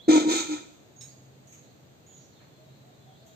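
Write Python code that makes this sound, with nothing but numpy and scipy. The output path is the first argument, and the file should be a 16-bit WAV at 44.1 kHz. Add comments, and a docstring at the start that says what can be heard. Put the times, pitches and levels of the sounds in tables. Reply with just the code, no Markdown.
"""Calf beside a brick wall

A calf calls once, mouth shut: a nasal harmonic tone and throat rasp in three pushes, with resonant noise as air
snorts through the nostrils and reflects nearby. Gliding sines make chirps, far chatter and hoots; shaped noise makes
rustles and the outdoor background; resonators excited by noise clink; a wavering low sine hums, swells and fades."""
import sys
import numpy as np
from scipy import signal
from scipy.fft import rfft, irfft
from scipy.io import wavfile
from scipy.ndimage import uniform_filter1d

SR = 44100
rng = np.random.default_rng(int(sys.argv[2]) if len(sys.argv) > 2 else 0)


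def store_wav(level_fs):
    """Save 16-bit WAV to argv[1]."""
    pcm = np.round(np.clip(np.atleast_2d(level_fs), -1, 1) * 32767)
    wavfile.write(sys.argv[1], SR, pcm.T.astype(np.int16))


N = 147735
T = np.arange(N) / SR
HZ = np.maximum(np.arange(N // 2 + 1) * SR / N, 1)

# Outdoor background spectrum: f/Hz, relative level/dB
OUTDOOR_SPECTRUM = [(35, -32), (70, -14), (120, -3), (180, -7), (370, -11), (680, -13), (950, -21),
                    (1400, -23.5), (2800, -27), (4100, -25), (5400, -34), (6700, -26.5), (8000, -33.5),
                    (15500, -36.5)]
# Likeness of the two sides: f/Hz, correlation (-1 to 1)
SIDE_LIKENESS = [(130, 0.61), (300, 0.64), (640, 0.13), (1400, -0.24), (3000, -0.055), (15000, -0.077)]
# Strength of the hum: t/s, level/dB
HUM_LEVEL = [(.9, -74), (1.0, -58), (1.48, -60), (1.65, -67), (2.5, -70), (2.7, -55), (2.9, -63.5)]
# Bird chirps: start t/s, length t/s, first f/Hz, middle f/Hz, last f/Hz, level/dB, waver f/Hz
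CHIRP_NOTES = [(-.02, 0.04, 3300, 3300, 3510, -54.5, 29.6), (.02, 0.061, 3620, 4260, 3930, -61, 80),
               (.962, 0.029, 6450, 6710, 6600, -57.5, 84), (.99, 0.068, 6670, 6590, 6660, -53, 108.7),
               (1.08, 0.053, 4060, 4580, 4510, -67, 303), (1.47, 0.13, 6670, 6550, 6630, -63, 225),
               (1.63, 0.087, 4140, 4060, 4140, -71.5, 218), (2.064, 0.057, 6600, 6960, 6760, -60, 150),
               (2.125, 0.064, 6780, 6750, 6660, -59, 129), (2.095, .135, 3335, 3510, 4700, -72, 333),
               (2.14, 0.13, 6500, 6200, 6080, -68.5, 398), (2.32, .08, 4470, 3845, 3310, -70.5, 199),
               (3.15, 0.1, 3900, 4100, 4330, -71.5, 344)]
# Fundamental of the calf's voice: t/s, f/Hz
VOICE_PITCH = [(.08, 322.4), (.11, 304.5), (.14, 318.6), (.18, 304.4), (.29, 312.3), (.32, 333.4),
               (.46, 323), (.5, 308.9), (.58, 298.3)]
# Strength of the voice: t/s, level/dB
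VOICE_LEVEL = [(.078, -52.5), (.082, -21), (.096, -8.5), (.118, -22), (.141, -15.5), (.151, -21),
               (.163, -14.5), (.186, -19.5), (.194, -38), (.21, -25), (.246, -33), (.265, -18),
               (.275, -19.5), (.28, -28), (.288, -21.5), (.325, -24), (.342, -43), (.358, -26),
               (.41, -38.5), (.485, -41), (.502, -29.5), (.531, -26), (.575, -45), (.63, -58)]
# Harmonics of the voice: multiple of the fundamental, level/dB
VOICE_HARMONICS = [(1, -0.5), (2, -35.5), (3, -20.5)]
# Lift of the upper harmonics as the voice is pressed: t/s, level/dB
VOICE_PRESSURE = [(.1, -10.5), (.135, 2.5), (.16, 12), (.19, 3), (.26, -4), (.3, 9.5), (.36, -20),
                  (.5, -11)]
# Pushes of air: start t/s, attack t/s, hold until t/s, air level/dB, rasp level/dB, air tilt/(dB per octave)
AIR_PUSHES = [(0.079, 0.019, 0.17, -32, -24, -2.5), (0.273, 0.035, 0.39, -32.5, -35.5, -0.5),
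              (0.485, 0.046, 0.5, -41, -49.5, -3)]
# Throat rasp spectrum: f/Hz, relative level/dB
RASP_SPECTRUM = [(50, -38.5), (110, -12), (170, -27.5), (230, 2.5), (350, 11.5), (410, -1), (490, 7.5),
                 (600, -5), (690, -1), (850, -8), (1050, -50), (2000, -54)]
# Nostril air spectrum: f/Hz, relative level/dB
AIR_SPECTRUM = [(600, -32), (1100, -38.5), (1400, 3), (1680, -29.5), (2100, -1.5), (2800, -8.5), (3600, 7),
                (4500, -2), (5750, -5.5), (6250, 7.5), (6800, 4.5), (7800, -1), (8450, -7), (9000, -28),
                (15500, -19)]
# Resonances of the nose: f/Hz, bandwidth f/Hz, level/dB
NOSE_RESONANCES = [(830, 22, -21.5), (938, 27, -17.5), (1325, 60, -14.5), (1524, 32, -24), (1815, 22, -20),
                   (2387, 52, -12), (2516, 53, -17), (3180, 12, -21), (3720, 220, -12.5)]
# Delay of each nostril's air at the left side: t/s
NOSTRIL_LAGS = [.00047, .00044]
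# Balance of the calf's sound: f/Hz, left minus right level/dB
EAR_BALANCE = [(100, -1), (380, 1), (1300, 3), (2400, 5), (3500, -0.5), (4600, -5), (8000, -3.5),
               (15000, -1)]
# Rustles: start t/s, level/dB, tilt/(dB per octave)
RUSTLE_EVENTS = [(1.008, -52, 4.5), (1.47, -63.5, 6.5), (1.52, -56, 2), (2.4, -65, -9.5), (3.261, -65, 8.5)]
# Rustle spectrum: f/Hz, relative level/dB
RUSTLE_SPECTRUM = [(400, -7), (1200, -2), (2300, 9), (5000, -10), (6600, 13), (8400, -5.5), (15000, -13.5)]
# Resonances of the clink: f/Hz, level/dB
CLINK_RESONANCES = [(3900, -53), (5380, -55), (8400, -54.5)]
# Far hoots: start t/s, length t/s, first f/Hz, middle f/Hz, last f/Hz, level/dB, waver f/Hz
HOOT_NOTES = [(2.58, 0.11, 591, 634, 623, -66.5, 9.3), (2.84, 0.086, 680, 726, 642, -65.5, 8.9),
              (3.06, 0.055, 713, 760, 713, -63.5, 5.4), (3.2, 0.16, 628, 653, 608, -67, 16.4)]
# Edges of the lowered treble band: lower f/Hz, upper f/Hz
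TREBLE_GAP = (8650, 11550)

OUTDOORS_DB = -56
HUM_HZ, HUM_WAVER_HZ, HUM_FLICKER_DB = 131.6, 4.98, 3
NOTE_EDGE_S, BIRD_T60_S, BIRD_ECHO_DB, BIRD_PAN_DB = 0.0017, 0.61, 0.5, -7
WAVER_RATE_RATIO = 2.18  # speed of a note's flutter over its depth
JITTER, SHIMMER_DB, ROUGH_PER_S = 0.011, 1.27, 110
VOICE_LOW_CUT_HZ, VOICE_LAG_S = 82, 0.00037
THROB_FROM_S, THROB_UNTIL_S, THROB_HZ = 0.43, 0.492, 41.9
GROWL_HZ, GROWL_JITTER, GROWL_UNEVEN_DB = 44.27, 0.006, 1.5
GROWL_SHARE = 0.65  # fraction of the rasp's power in the flaps
RASP_ATTACK_S, RASP_HOLD_S, RASP_RELEASE_DB_PER_S = 0.0022, 0.096, 152.5
AIR_PULSING, AIR_RELEASE_DB_PER_S = 0.23, 148
FLUTTER_DB, FLUTTER_PER_S = 0.74, 84
AIR_GROWL_DB = 1.43  # the throat's flaps also shake the air
SCATTER_T60_S, SCATTER_DB = 0.14, 0  # the wall and ground close by
YARD_T60_S, YARD_DB, VOICE_YARD_DB = 0.96, -13, -17
RUSTLE_ATTACK_S, RUSTLE_T60_S = 0.0054, 0.53
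CLINK_S, CLINK_HOLD_S, CLINK_RELEASE_DB_PER_S = 1.009, 0.0076, 310
CLINK_WIDTH_HZ, CLINK_ECHO_DB, CLINK_PAN_DB = 76, -11, -10
CHATTER_FROM_S, CHATTER_NOTE_S, CHATTER_DB = 2.3, 0.0906, -74.5
CHATTER_LOW_HZ, CHATTER_HIGH_HZ, CHATTER_ROUGH_HZ = 3190, 4400, 79.7
GAP_DB, CUTOFF_HZ = -21, 15500


def from_db(db):
    """Logarithmic level: 20 dB is a tenfold amplitude."""
    return 10 ** (np.asarray(db) / 20)


def rms_one(x):
    """Power normalisation: the mean square becomes one."""
    return x / np.sqrt(np.mean(x ** 2) + 1e-20)


def curve(rows, outside=None):
    """Linear interpolation of a quantity in time."""
    return np.interp(T, *np.transpose(rows), left=outside, right=outside)


def across_hz(points):
    """Linear interpolation on a logarithmic frequency axis."""
    hz, value = np.transpose(points)
    return np.interp(np.log(HZ), np.log(hz), value)


def coloured(x, gain):
    """Linear filtering: each frequency component is multiplied by its gain."""
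    return irfft(rfft(x) * gain, N)


def noise(spectrum):
    """Spectral shaping: white noise takes the given colour at unit power."""
    return rms_one(coloured(rng.standard_normal(N), from_db(across_hz(spectrum))))


def drift(rate):
    """Low-pass filtered chance: a smooth random fluctuation of unit spread."""
    return rms_one(coloured(rng.standard_normal(N), 1 / (1 + (HZ / rate) ** 2)))


def resonate(x, hz, width):
    """Resonance: a pole pair whose radius sets the bandwidth."""
    radius = np.exp(-np.pi * width / SR)
    poles = [1, -2 * radius * np.cos(2 * np.pi * hz / SR), radius * radius]
    return signal.lfilter([1, 0, -1], poles, x)


def push(start, attack, until, release):
    """Exponential decay: a linear rise and a hold, then a fall in dB proportional to time."""
    rise = np.clip((T - start) / attack, 0, 1)
    return rise * from_db(-release * np.maximum(T - until, 0))


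def echoes(x, t60):
    """Diffuse reverberation: convolution with a decaying noise tail of unit energy, independent on each side."""
    tail = rng.standard_normal((2, SR)) * from_db(-60 * T[:SR] / t60)
    tail /= np.sqrt(np.sum(tail ** 2, axis=1, keepdims=True))
    return signal.fftconvolve(x[None], tail, axes=1)[:, :N]


def both_ears(x, lag):
    """Interaural delay: a linear phase shift makes the left side later."""
    left = coloured(x, np.exp(-2j * np.pi * HZ * lag))
    return np.array([left, x])


def panned(x, pan_db):
    """Level difference between the sides: positive values favour the left."""
    return x * from_db([[pan_db / 2], [-pan_db / 2]])


def outdoors():
    """Partial coherence: the sides share the bass of a steady noise and differ in its treble."""
    alike = np.clip(across_hz(SIDE_LIKENESS), -1, 1)
    mid = coloured(noise(OUTDOOR_SPECTRUM), np.sqrt(1 + alike))
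    side = coloured(noise(OUTDOOR_SPECTRUM), np.sqrt(1 - alike))
    return from_db(OUTDOORS_DB) * rms_one(np.array([mid + side, mid - side]))


def hum():
    """Frequency and amplitude modulation: a low sine wavers and flickers, as of a far engine."""
    phase = 2 * np.pi * np.cumsum(HUM_HZ + HUM_WAVER_HZ * drift(13.4)) / SR
    level_db = curve(HUM_LEVEL) + HUM_FLICKER_DB * drift(19)
    return np.sqrt(2) * np.sin(phase) * from_db(level_db)


def whistles(notes, pan_db):
    """Frequency modulation: each sine bends through three pitches, wavers, and echoes round the yard."""
    out = np.zeros(N)
    chance = rfft(rng.standard_normal(N))
    for start, length, first, middle, last, db, rough in notes:
        progress = np.clip((T - start) / length, 0, 1)
        waver = rms_one(irfft(chance / (1 + (HZ / (WAVER_RATE_RATIO * rough)) ** 2), N))
        bend = np.polyfit([0, .5, 1], [first, middle, last], 2)
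        hz = np.polyval(bend, progress) + rough * waver
        envelope = np.clip(np.minimum(progress, 1 - progress) * length / NOTE_EDGE_S, 0, 1)
        out += np.sqrt(2) * from_db(db) * envelope * np.sin(2 * np.pi * np.cumsum(hz) / SR)
    return panned(out + from_db(BIRD_ECHO_DB) * echoes(out, BIRD_T60_S), pan_db)


def chirps():
    """Gliding tones: small birds chirp, stronger on the right."""
    return whistles(CHIRP_NOTES, BIRD_PAN_DB)


def throb():
    """Amplitude modulation: a rectified sine breaks the voice into beats as the second push runs out."""
    catching = (T > THROB_FROM_S) & (T < THROB_UNTIL_S)
    beats = np.abs(np.sin(np.pi * THROB_HZ * (T - THROB_FROM_S)))
    return uniform_filter1d(np.where(catching, beats, 1), size=200)


def voice_phase():
    """Jitter: the phase integrates a gliding pitch with small random deviations."""
    return 2 * np.pi * np.cumsum(curve(VOICE_PITCH) * (1 + JITTER * drift(ROUGH_PER_S))) / SR


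def voice(phase):
    """Harmonic synthesis: a nearly pure tone whose partials shimmer and whose overtones follow the pressing."""
    tone = np.zeros(N)
    for multiple, db in VOICE_HARMONICS:
        pressing = (multiple > 1.5) * curve(VOICE_PRESSURE)
        level_db = db + pressing + SHIMMER_DB * drift(ROUGH_PER_S)
        tone += from_db(level_db) * np.sin(round(multiple) * phase)
    return np.sqrt(2) * tone * throb() * from_db(curve(VOICE_LEVEL, -120))


def growl():
    """Pulse excitation: slow uneven flaps of the throat join turbulence of the same colour."""
    cycles = np.cumsum(GROWL_HZ * (1 + GROWL_JITTER * drift(34))) / SR
    pulses = np.diff(np.floor(cycles), prepend=0) * from_db(GROWL_UNEVEN_DB * drift(29))
    flaps = rms_one(coloured(pulses, from_db(across_hz(RASP_SPECTRUM))))
    share = np.clip(GROWL_SHARE, 0, 1)
    return np.sqrt(share) * flaps + np.sqrt(1 - share) * noise(RASP_SPECTRUM)


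def throat_rasp():
    """Gated excitation: each push opens and releases the growl."""
    gate = sum(from_db(db) * push(start, RASP_ATTACK_S, start + RASP_HOLD_S, RASP_RELEASE_DB_PER_S)
               for start, _, _, _, db, _ in AIR_PUSHES)
    return growl() * gate


def nostril_air(phase, flutter):
    """Turbulence and resonance: noise pulses with the voice, joins the ringing nose, and is tilted by each push."""
    nose = sum(from_db(db) * rms_one(resonate(rng.standard_normal(N), hz, width))
               for hz, width, db in NOSE_RESONANCES)
    flow = (noise(AIR_SPECTRUM) * (1 + AIR_PULSING * np.cos(phase)) + nose) / np.sqrt(2)
    air = np.zeros(N)
    for start, attack, until, db, _, brightness in AIR_PUSHES:
        tilt = from_db(db + brightness * np.log2(HZ / 4000))
        air += coloured(flow, tilt) * push(start, attack, until, AIR_RELEASE_DB_PER_S)
    return flutter * air


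def calf():
    """Superposition: voice, rasp and the air of two nostrils combine with their reflections."""
    phase = voice_phase()
    tone = voice(phase)
    rasp = throat_rasp()
    low_cut = signal.butter(2, VOICE_LOW_CUT_HZ, "high", fs=SR, output="sos")
    throat = signal.sosfilt(low_cut, tone + rasp)
    to_yard = from_db(YARD_DB) * rasp + from_db(VOICE_YARD_DB) * tone
    sound = both_ears(throat, VOICE_LAG_S) + echoes(to_yard, YARD_T60_S)
    shaking_db = AIR_GROWL_DB * np.cos(2 * np.pi * GROWL_HZ * T)
    flutter = from_db(FLUTTER_DB * drift(FLUTTER_PER_S) + shaking_db)
    for lag in NOSTRIL_LAGS:
        air = nostril_air(phase, flutter)
        sound += both_ears(air, lag)
        sound += from_db(SCATTER_DB) * echoes(air, SCATTER_T60_S)
        sound += from_db(YARD_DB) * echoes(air, YARD_T60_S)
    return coloured(sound, from_db(np.outer([.5, -.5], across_hz(EAR_BALANCE))))


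def rustles():
    """Transient noise: soft hisses rise quickly and decay, each with its own spectral tilt."""
    hiss = np.array([noise(RUSTLE_SPECTRUM), noise(RUSTLE_SPECTRUM)])
    octaves = np.log2(np.maximum(HZ, 1000) / 4000)  # the tilt is level below 1 kHz
    return sum(coloured(hiss, from_db(db + brightness * octaves))
               * push(start, RUSTLE_ATTACK_S, start, 60 / RUSTLE_T60_S)
               for start, db, brightness in RUSTLE_EVENTS)


def clink():
    """Inharmonic resonance: unrelated modes jangle briefly at the right, as of a tether, and echo."""
    tones = sum(from_db(db) * rms_one(resonate(rng.standard_normal(N), hz, CLINK_WIDTH_HZ))
                for hz, db in CLINK_RESONANCES)
    ring = tones * push(CLINK_S, NOTE_EDGE_S, CLINK_S + CLINK_HOLD_S, CLINK_RELEASE_DB_PER_S)
    return panned(ring + from_db(CLINK_ECHO_DB) * echoes(ring, BIRD_T60_S), CLINK_PAN_DB)


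def chatter(count=14):
    """Random sequence: far birds' faint notes fall in successive time slots, each with its own pitch and bend."""
    slot = (T[-1] - CHATTER_FROM_S) / count
    notes = []
    for k, (late, pitch, bend) in enumerate(rng.random((count, 3))):
        start = CHATTER_FROM_S + (k + late) * slot
        hz = CHATTER_LOW_HZ + pitch * (CHATTER_HIGH_HZ - CHATTER_LOW_HZ)
        glide = CHATTER_ROUGH_HZ * (2 * bend - 1)
        notes.append((start, CHATTER_NOTE_S, hz - glide, hz, hz + glide, CHATTER_DB, CHATTER_ROUGH_HZ))
    return whistles(notes, 0)


def hoots():
    """Gliding tones: low notes hoot far off, equally strong on both sides before their echoes."""
    return whistles(HOOT_NOTES, 0)


def scene():
    """Superposition: the calf close by and everything else behind add linearly."""
    return calf() + chirps() + hoots() + chatter() + clink() + rustles() + hum() + outdoors()


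def record(dry):
    """Band limitation: one treble band is lowered and the top is cut steeply."""
    gap = (HZ > TREBLE_GAP[0]) & (HZ < TREBLE_GAP[1])
    gain = from_db(GAP_DB * gap) * (HZ < CUTOFF_HZ)
    return coloured(dry, uniform_filter1d(gain, size=500))  # soften the band edges


dry = scene()
out = record(dry)
store_wav(out)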